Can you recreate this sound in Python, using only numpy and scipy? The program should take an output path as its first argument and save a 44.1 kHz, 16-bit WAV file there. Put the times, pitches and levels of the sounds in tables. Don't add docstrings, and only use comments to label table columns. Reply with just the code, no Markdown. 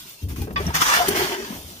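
import sys
import numpy as np
from scipy import signal
from scipy.fft import rfft, irfft
from scipy.io import wavfile
from scipy.ndimage import uniform_filter1d

SR = 44100
rng = np.random.default_rng(int(sys.argv[2]) if len(sys.argv) > 2 else 0)


def undo_db(level):
    steps = np.asarray(level, float) / 20
    return 10 ** steps


def transcribe(signal):
    frames = np.atleast_2d(signal).T
    limited = np.clip(frames, -1, 1)
    pcm = np.round(limited * 32767).astype(np.int16)
    wavfile.write(sys.argv[1], SR, pcm)


N = 79380
T = np.arange(N) / SR
HZ = np.maximum(np.fft.rfftfreq(N, 1 / SR), 10)

# t/s, level/dB
SITE = [(0, -39), (.06, -42.5), (.09, -41.5), (.145, -42.5), (.165, -46), (.23, -44.5), (.278, -57),
        (.3, -57), (.44, -44.5), (.465, -56), (.52, -62), (.55, -59.5), (.59, -62), (.605, -40),
        (.72, -46.5), (1.6, -44), (1.7, -43.5), (1.8, -44)]
# f/Hz, level/dB
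SITE_COLOUR = [(15, -27), (25, -1.5), (335, -8), (503, -15), (1610, -8.5), (1740, -15), (3520, -4),
               (14800, -12.5), (16000, -17)]

# t/s, level/dB, length/s, tilt/(dB per octave)
SPLATS = [(0.09, -36, 0.012, 10), (0.23, -41, 0.014, 5), (0.284, -40.5, 0.064, -1),
          (0.301, -45.5, 0.025, -9.5), (0.359, -39, 0.071, -3.5), (0.415, -35, 0.011, 0),
          (0.417, -47, 0.052, -2.5), (0.469, -42, 0.071, -14), (0.471, -42, 0.011, -18),
          (0.506, -41, 0.013, -9), (0.532, -42, .009, 5), (0.526, -44, 0.007, 7), (0.57, -34, 0.13, -8),
          (0.588, -52, 0.037, -11), (0.652, -40, 0.016, -5), (0.673, -38, 0.088, -8),
          (0.742, -27.5, 0.043, -3), (1.081, -15.5, 0.014, 0.5), (1.156, -26, 0.15, -4)]
SPLAT_RISE_S = 0.0043

# t/s, level/dB
POUR = [
    (.215, -49),
    (.232, -32.5),
    (.3, -31),
    (.42, -29),
    (.5, -33),
    (.6, -30.5),
    (.69, -27),
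    (.76, -38),
    (.82, -37),
]
# f/Hz, level/dB
POUR_COLOUR = [(25, -24), (45, -11), (75, -7), (115, -10), (250, -14.5), (430, -21), (540, -34.5),
               (1500, -50.5)]
# t/s, peak/dB, f/Hz
LUMPS = [(0.229, -11.5, 84.6), (0.271, -17.5, 84), (0.305, -17.5, 62.6), (0.351, -20.5, 68),
         (0.4, -10.5, 77), (0.469, -38, 72.4), (0.522, -16, 69.5), (0.588, -16, 84), (0.626, -23, 79),
         (0.673, -20.5, 73), (0.704, -29, 83), (0.76, -38, 57.4), (0.85, -30.5, 54.3), (0.979, -28, 65),
         (1.19, -25, 70.4), (1.25, -33.5, 60), (1.409, -37, 62), (1.585, -36, 84), (1.641, -28.5, 78.4),
         (1.777, -36, 70)]
LUMP_CYCLES, LUMP_DB, POUR_DB = 0.94, -8, -1.5

# t/s, level/dB, f/Hz, t60/s
KNOCKS = [(0.386, -31.5, 321, 0.13), (.415, -32.5, 810, 0.055), (0.475, -28.5, 436, 0.038),
          (.6, -19, 407, 0.04), (0.603, -24, 614, 0.025), (0.653, -20.5, 175, 0.072),
          (0.665, -18.5, 5700, 0.022), (0.889, -18, 1158, 0.12), (0.703, -24, 910, 0.026),
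          (0.729, -27, 161.7, 0.14), (.765, -26.5, 775, 0.17), (0.815, -9.5, 1240, 0.015),
          (0.999, -13.5, 712, 0.069), (1.080, -29, 9820, 0.022), (1.083, -32, 14560, .03),
          (1.083, -24, 8450, .02), (1.084, -30, 13000, .02), (1.085, -22, 11220, 0.023),
          (.825, -18.5, 980, 0.04), (.905, -19, 1120, 0.071), (.925, -27, 1305, 0.034),
          (.98, -24, 723, .06), (1.015, -22, 1019, .04), (1.2, -31, 946, 0.054), (1.32, -26.5, 592, 0.062),
          (1.438, -31, 385, .06), (0.962, -17, 1515, 0.058), (1.383, -36, 234, 0.17),
          (1.399, -27.5, 400.5, 0.028), (1.486, -30, 191, 0.067), (1.501, -26, 213.5, 0.027),
          (1.524, -29, 243, 0.018), (1.636, -37.5, 233.4, 0.032)]
KNOCK_CLEAR = 0.55

# f/Hz, level/dB, t60/s
RIM = [(1150, 11, 0.039), (1580, 4.7, 0.03), (1930, 12.4, 0.014), (2550, 5.2, 0.026), (3406, 6.7, 0.076),
       (4700, 2, 0.024), (5540, 1.6, 0.024)]
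CLANK_S, CLANK_DB, CHATTER_S = 0.5585, -24, 0.0054
RIM_HUM_DB, RIM_CUT_HZ = -11, 5260

# t/s, level/dB, hollow f/Hz, edge rasp level/dB
PUSH = [(0.738, -41, 1400, -43), (0.753, -22.5, 1405, -26.5), (0.776, -27.5, 1380, -33.5),
        (0.794, -31.5, 1346, -38), (0.817, -20, 1300, -31.5), (0.847, -26.5, 1250, -34),
        (0.887, -21.5, 1150, -29), (0.929, -22.5, 1077, -35), (0.958, -22, 1010, -47),
        (1.011, -26, 797, -57), (1.069, -32, 707, -50)]
# f/Hz, level/dB
PUSH_COLOUR = [(35, -34), (70, -17.5), (550, -15.5), (800, -12), (1700, -4.5), (2400, -5.5), (6500, -10),
               (15000, -19)]
# f/Hz, width/Hz, level/dB
PUSH_BLADE = [(1410, 460, 4.5), (1954, 32, 13), (3000, 74, -9), (5730, 840, 9.5)]
GRAINS_PER_S, GRAIN_SPREAD_DB = 12000, 2.5
PEBBLES_PER_S, PEBBLE_DB = 350, -11
JUDDER_DB, BLADE_DB, MODE_SCATTER_DB = 0.88, -3, 4
HOLLOW_DB, HOLLOW_WIDTH_HZ = -7, 303
EDGE_HZ, EDGE_WIDTH_HZ = 5870, 1900

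# t/s, level/dB
SLUMP = [(1.04, -45), (1.09, -26), (1.25, -42.5), (1.36, -66), (1.47, -41), (1.495, -41), (1.56, -40),
         (1.66, -43), (1.69, -42), (1.71, -40), (1.8, -52)]
# f/Hz, level/dB
SLUMP_COLOUR = [(30, -5), (80, -7), (245, -4), (430, -13), (700, -12.5), (1300, -24)]

# t/s, level/dB, ring level/dB
DRAG = [(1.072, -29, -45), (1.088, -28, -22), (1.099, -33.5, -32), (1.11, -28.5, -29.5),
        (1.145, -32.5, -33.5), (1.165, -27, -45.5), (1.225, -26, -27.5), (1.27, -33, -41),
        (1.33, -31, -36.5), (1.36, -36, -40.5), (1.41, -38.5, -33), (1.47, -39.5, -54), (1.57, -44, -53)]
# f/Hz, level/dB
DRAG_COLOUR = [(35, -34), (60, -13), (193, -10.5), (371, -0.5), (527, -18), (903, -7.5), (5720, -16.5),
               (14900, -26), (16000, -37)]
# f/Hz, width/Hz, level/dB
DRAG_BLADE = [(604, 138, 10), (917, 11, 15.5), (1690, 320, 5.5), (3120, 380, 14.5), (5700, 2000, 1.5)]
# f/Hz, width/Hz, level/dB
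RING = [(368.7, 10.7, 3.5), (401.1, 16.2, 1)]

# f/Hz, share/(0-1)
DIFFUSE = [(60, 0.02), (250, 0), (600, 0), (1200, 0.39), (2500, 0.86), (8000, 0.75)]
# f/Hz, level/dB
BALANCE_DB = [(60, -1), (180, 3), (550, 1), (1650, 0), (4970, -1.5), (15000, 2)]
# f/Hz, lag/ms
PORT_LAG_MS = [(400, 0.3), (1000, 0.21), (1500, 0.28), (3000, 0.3376)]
# f/Hz, width/Hz, depth/(up to 1; below 0 lifts)
PORT_DIPS = [(3896, 360, 0.37), (7880, 1260, 0.38), (14700, 1500, -0.86)]
BASS_CUT_HZ, CUTOFF_HZ = 36, 15750


def rms_one(x):
    return x / np.sqrt(np.mean(x ** 2) + 1e-20)


def peak_one(x):
    return x / np.abs(x).max()


def level(rows, axis=1):
    r = np.array(rows)
    times = np.r_[r[0, 0] - .015, r[:, 0], r[-1, 0] + .06]
    return undo_db(np.interp(T, times, np.r_[-90, r[:, axis], -90]))


def at_hz(points):
    hz, value = np.transpose(points)
    return np.interp(np.log(HZ), np.log(hz + 1e-9), value)


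def colour(x, points):
    return rms_one(irfft(rfft(x) * undo_db(at_hz(points)), N))


def drift(rate):
    r = np.exp(-2 * np.pi * rate / SR)
    wander = signal.lfilter([1], [1, -2 * r, r * r], rng.standard_normal(N + 9000))
    return rms_one(wander[9000:])


def resonate(x, hz, width_hz):
    r = np.exp(-np.pi * width_hz / SR)
    zeros = np.array([1, 0, -1]) * (1 - r * r) / 2
    return signal.lfilter(zeros, [1, -2 * r * np.cos(2 * np.pi * hz / SR), r * r], x)


def bump(s, rise_s):
    u = np.maximum(T - s, 0) / max(rise_s, 1e-4)
    return u * np.exp(1 - u)


def grit():
    sizes = undo_db(GRAIN_SPREAD_DB * np.minimum(rng.exponential(1, N), 3))
    grains = sizes * (rng.random(N) < GRAINS_PER_S / SR)
    return rms_one(grains * rng.choice([-1, 1], (3, N)) + .5 * rng.standard_normal((3, N)))


def flexing(x):
    _, _, cells = signal.stft(x, nperseg=1024, noverlap=768)
    field = uniform_filter1d(rng.standard_normal(cells.shape[1:]), size=2, axis=0)
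    field = uniform_filter1d(field, size=12, axis=1)
    return signal.istft(cells * undo_db(MODE_SCATTER_DB * rms_one(field)), nperseg=1024, noverlap=768)[1][:, :N]


def site_hiss():
    return undo_db(drift(4)) * level(SITE) * colour(flexing(grit()), SITE_COLOUR)


def splats():
    low_cut = (HZ / 800) ** 3 / (1 + (HZ / 800) ** 3)
    wet = rfft(flexing(grit())) * low_cut
    out = 0
    for s, db, length, tilt_db in SPLATS:
        attack = np.minimum(bump(s, SPLAT_RISE_S) + (T > s + SPLAT_RISE_S), 1)
        fade = np.exp(-(np.maximum(T - s, 0) / length) ** 2.1)
        burst = rms_one(irfft(wet * undo_db(tilt_db * np.log2(HZ / 2000)), N))
        out = out + undo_db(db) * attack * fade * burst
    return out


def bucket():
    lumps = 0
    for s, db, hz in LUMPS:
        lumps = lumps + undo_db(db + LUMP_DB) * bump(s, LUMP_CYCLES / hz) * np.sin(2 * np.pi * hz * (T - s))
    pour = undo_db(POUR_DB + 2.3 * drift(19)) * level(POUR) * colour(grit(), POUR_COLOUR)
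    return lumps * [[1], [1], [-1]] + pour


def knocks():
    g, out = grit(), 0
    for s, db, hz, t60 in KNOCKS:
        rise_s, t60 = 0.87 / hz + 0.0019, np.clip(t60, .02, .3)
        rough = resonate(g * bump(s, rise_s), hz, 1.38 / t60)
        rough = rough / np.abs(rough).max(axis=1, keepdims=True)
        age = np.maximum(T - s, 0)
        swell = (1 - np.exp(-age / rise_s)) ** 2 * undo_db(-35 * age / t60)
        clear = peak_one(swell * np.sin(2 * np.pi * hz * age) * [[1], [1], [-1]])
        out = out + undo_db(db + 1.5) * ((1 - KNOCK_CLEAR) * rough + KNOCK_CLEAR * clear)
    return out


def clank():
    hits = flexing(grit()) * np.sqrt(bump(CLANK_S, CHATTER_S / 0.96))
    rung = 0
    for hz, db, t60 in RIM:
        rung = rung + undo_db(db) * resonate(hits, hz, 3.3 / np.clip(t60, .015, .12)) * np.sqrt(t60)
    crack = signal.sosfilt(signal.butter(4, [1500, 4000], "band", fs=SR, output="sos"), hits)
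    hum = bump(CLANK_S + 0.0012, 2.07 * CHATTER_S) * np.sin(2 * np.pi * RIM[0][0] * T) * [[1], [1], [-1]]
    dull = signal.butter(8, RIM_CUT_HZ, fs=SR, output="sos")
    struck = peak_one(rung) + undo_db(-12.0) * peak_one(crack) + undo_db(RIM_HUM_DB) * hum
    return undo_db(CLANK_DB + 8.0) * signal.sosfilt(dull, struck)


def scrape(rows, spectrum, blade):
    falls = rng.random(N) < PEBBLES_PER_S * undo_db(4 * drift(20)) / SR
    pebbles = falls * np.tanh(rng.standard_normal((3, N)))
    pebbles = rms_one(signal.lfilter([1], [1, -.6], pebbles))
    judder = undo_db(JUDDER_DB * (drift(12) + drift(40)))
    g = flexing(grit() + undo_db(PEBBLE_DB) * pebbles) * judder
    steel = g
    for k, (hz, width_hz, db) in enumerate(blade):
        steel = steel + undo_db(BLADE_DB + db) * resonate(g, hz, max(width_hz, 15)) * (-1) ** k
    return level(rows) * colour(steel, spectrum)


def hollow():
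    s, _, hz, _ = np.transpose(PUSH)
    slow = signal.sosfilt(signal.butter(2, HOLLOW_WIDTH_HZ, fs=SR, output="sos"), grit())
    carrier = np.sin(2 * np.pi * np.cumsum(np.interp(T, s, hz)) / SR)
    return undo_db(HOLLOW_DB + 1.6 * drift(22)) * level(PUSH) * rms_one(slow * carrier)


def edge():
    rasp = resonate(flexing(grit()), EDGE_HZ, EDGE_WIDTH_HZ)
    return level(PUSH, axis=3) * rms_one(resonate(rasp, EDGE_HZ, EDGE_WIDTH_HZ))


def slump():
    return undo_db(2.0 * drift(7.7)) * level(SLUMP) * colour(grit(), SLUMP_COLOUR)


def loaded_ring():
    g, hum = grit(), 0
    for hz, width_hz, db in RING:
        hum = hum + undo_db(db) * resonate(resonate(g, hz, width_hz), hz, 3 * width_hz)
    steady = hum / uniform_filter1d(hum ** 2, size=900) ** 0.29
    return level(DRAG, axis=2) * rms_one(steady)


def ports(x):
    share = np.clip(at_hz(DIFFUSE), 0, 1)
    direct, *scatter = rfft(x)
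    late = np.exp(-2j * np.pi * HZ * at_hz(PORT_LAG_MS) / 1000)
    both = np.sqrt(1 - share) * direct * [late ** 0, late] + np.sqrt(share) * np.array(scatter)
    return irfft(both * undo_db(at_hz(BALANCE_DB) * [[.5], [-.5]]), N)


def scene():
    first_blade = scrape(PUSH, PUSH_COLOUR, PUSH_BLADE) + hollow() + edge()
    second_blade = scrape(DRAG, DRAG_COLOUR, DRAG_BLADE) + loaded_ring()
    steel = undo_db(4.0) * (clank() + first_blade + second_blade)
    return ports(site_hiss() + splats() + bucket() + knocks() + steel + slump())


def top_cut(x):
    return signal.sosfilt(signal.butter(12, 16490, fs=SR, output="sos"), x)


def record(dry):
    for hz, width_hz, depth in PORT_DIPS:
        dry = dry - np.clip(depth, -1, .9) * resonate(dry, hz, width_hz)
    dry = signal.sosfilt(signal.butter(2, BASS_CUT_HZ, "high", fs=SR, output="sos"), dry)
    top = signal.cheby2(24, 85, CUTOFF_HZ, fs=SR, output="sos")
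    mix = signal.sosfilt(top, dry)
    return top_cut(mix)


dry = scene()
out = record(dry)
transcribe(out)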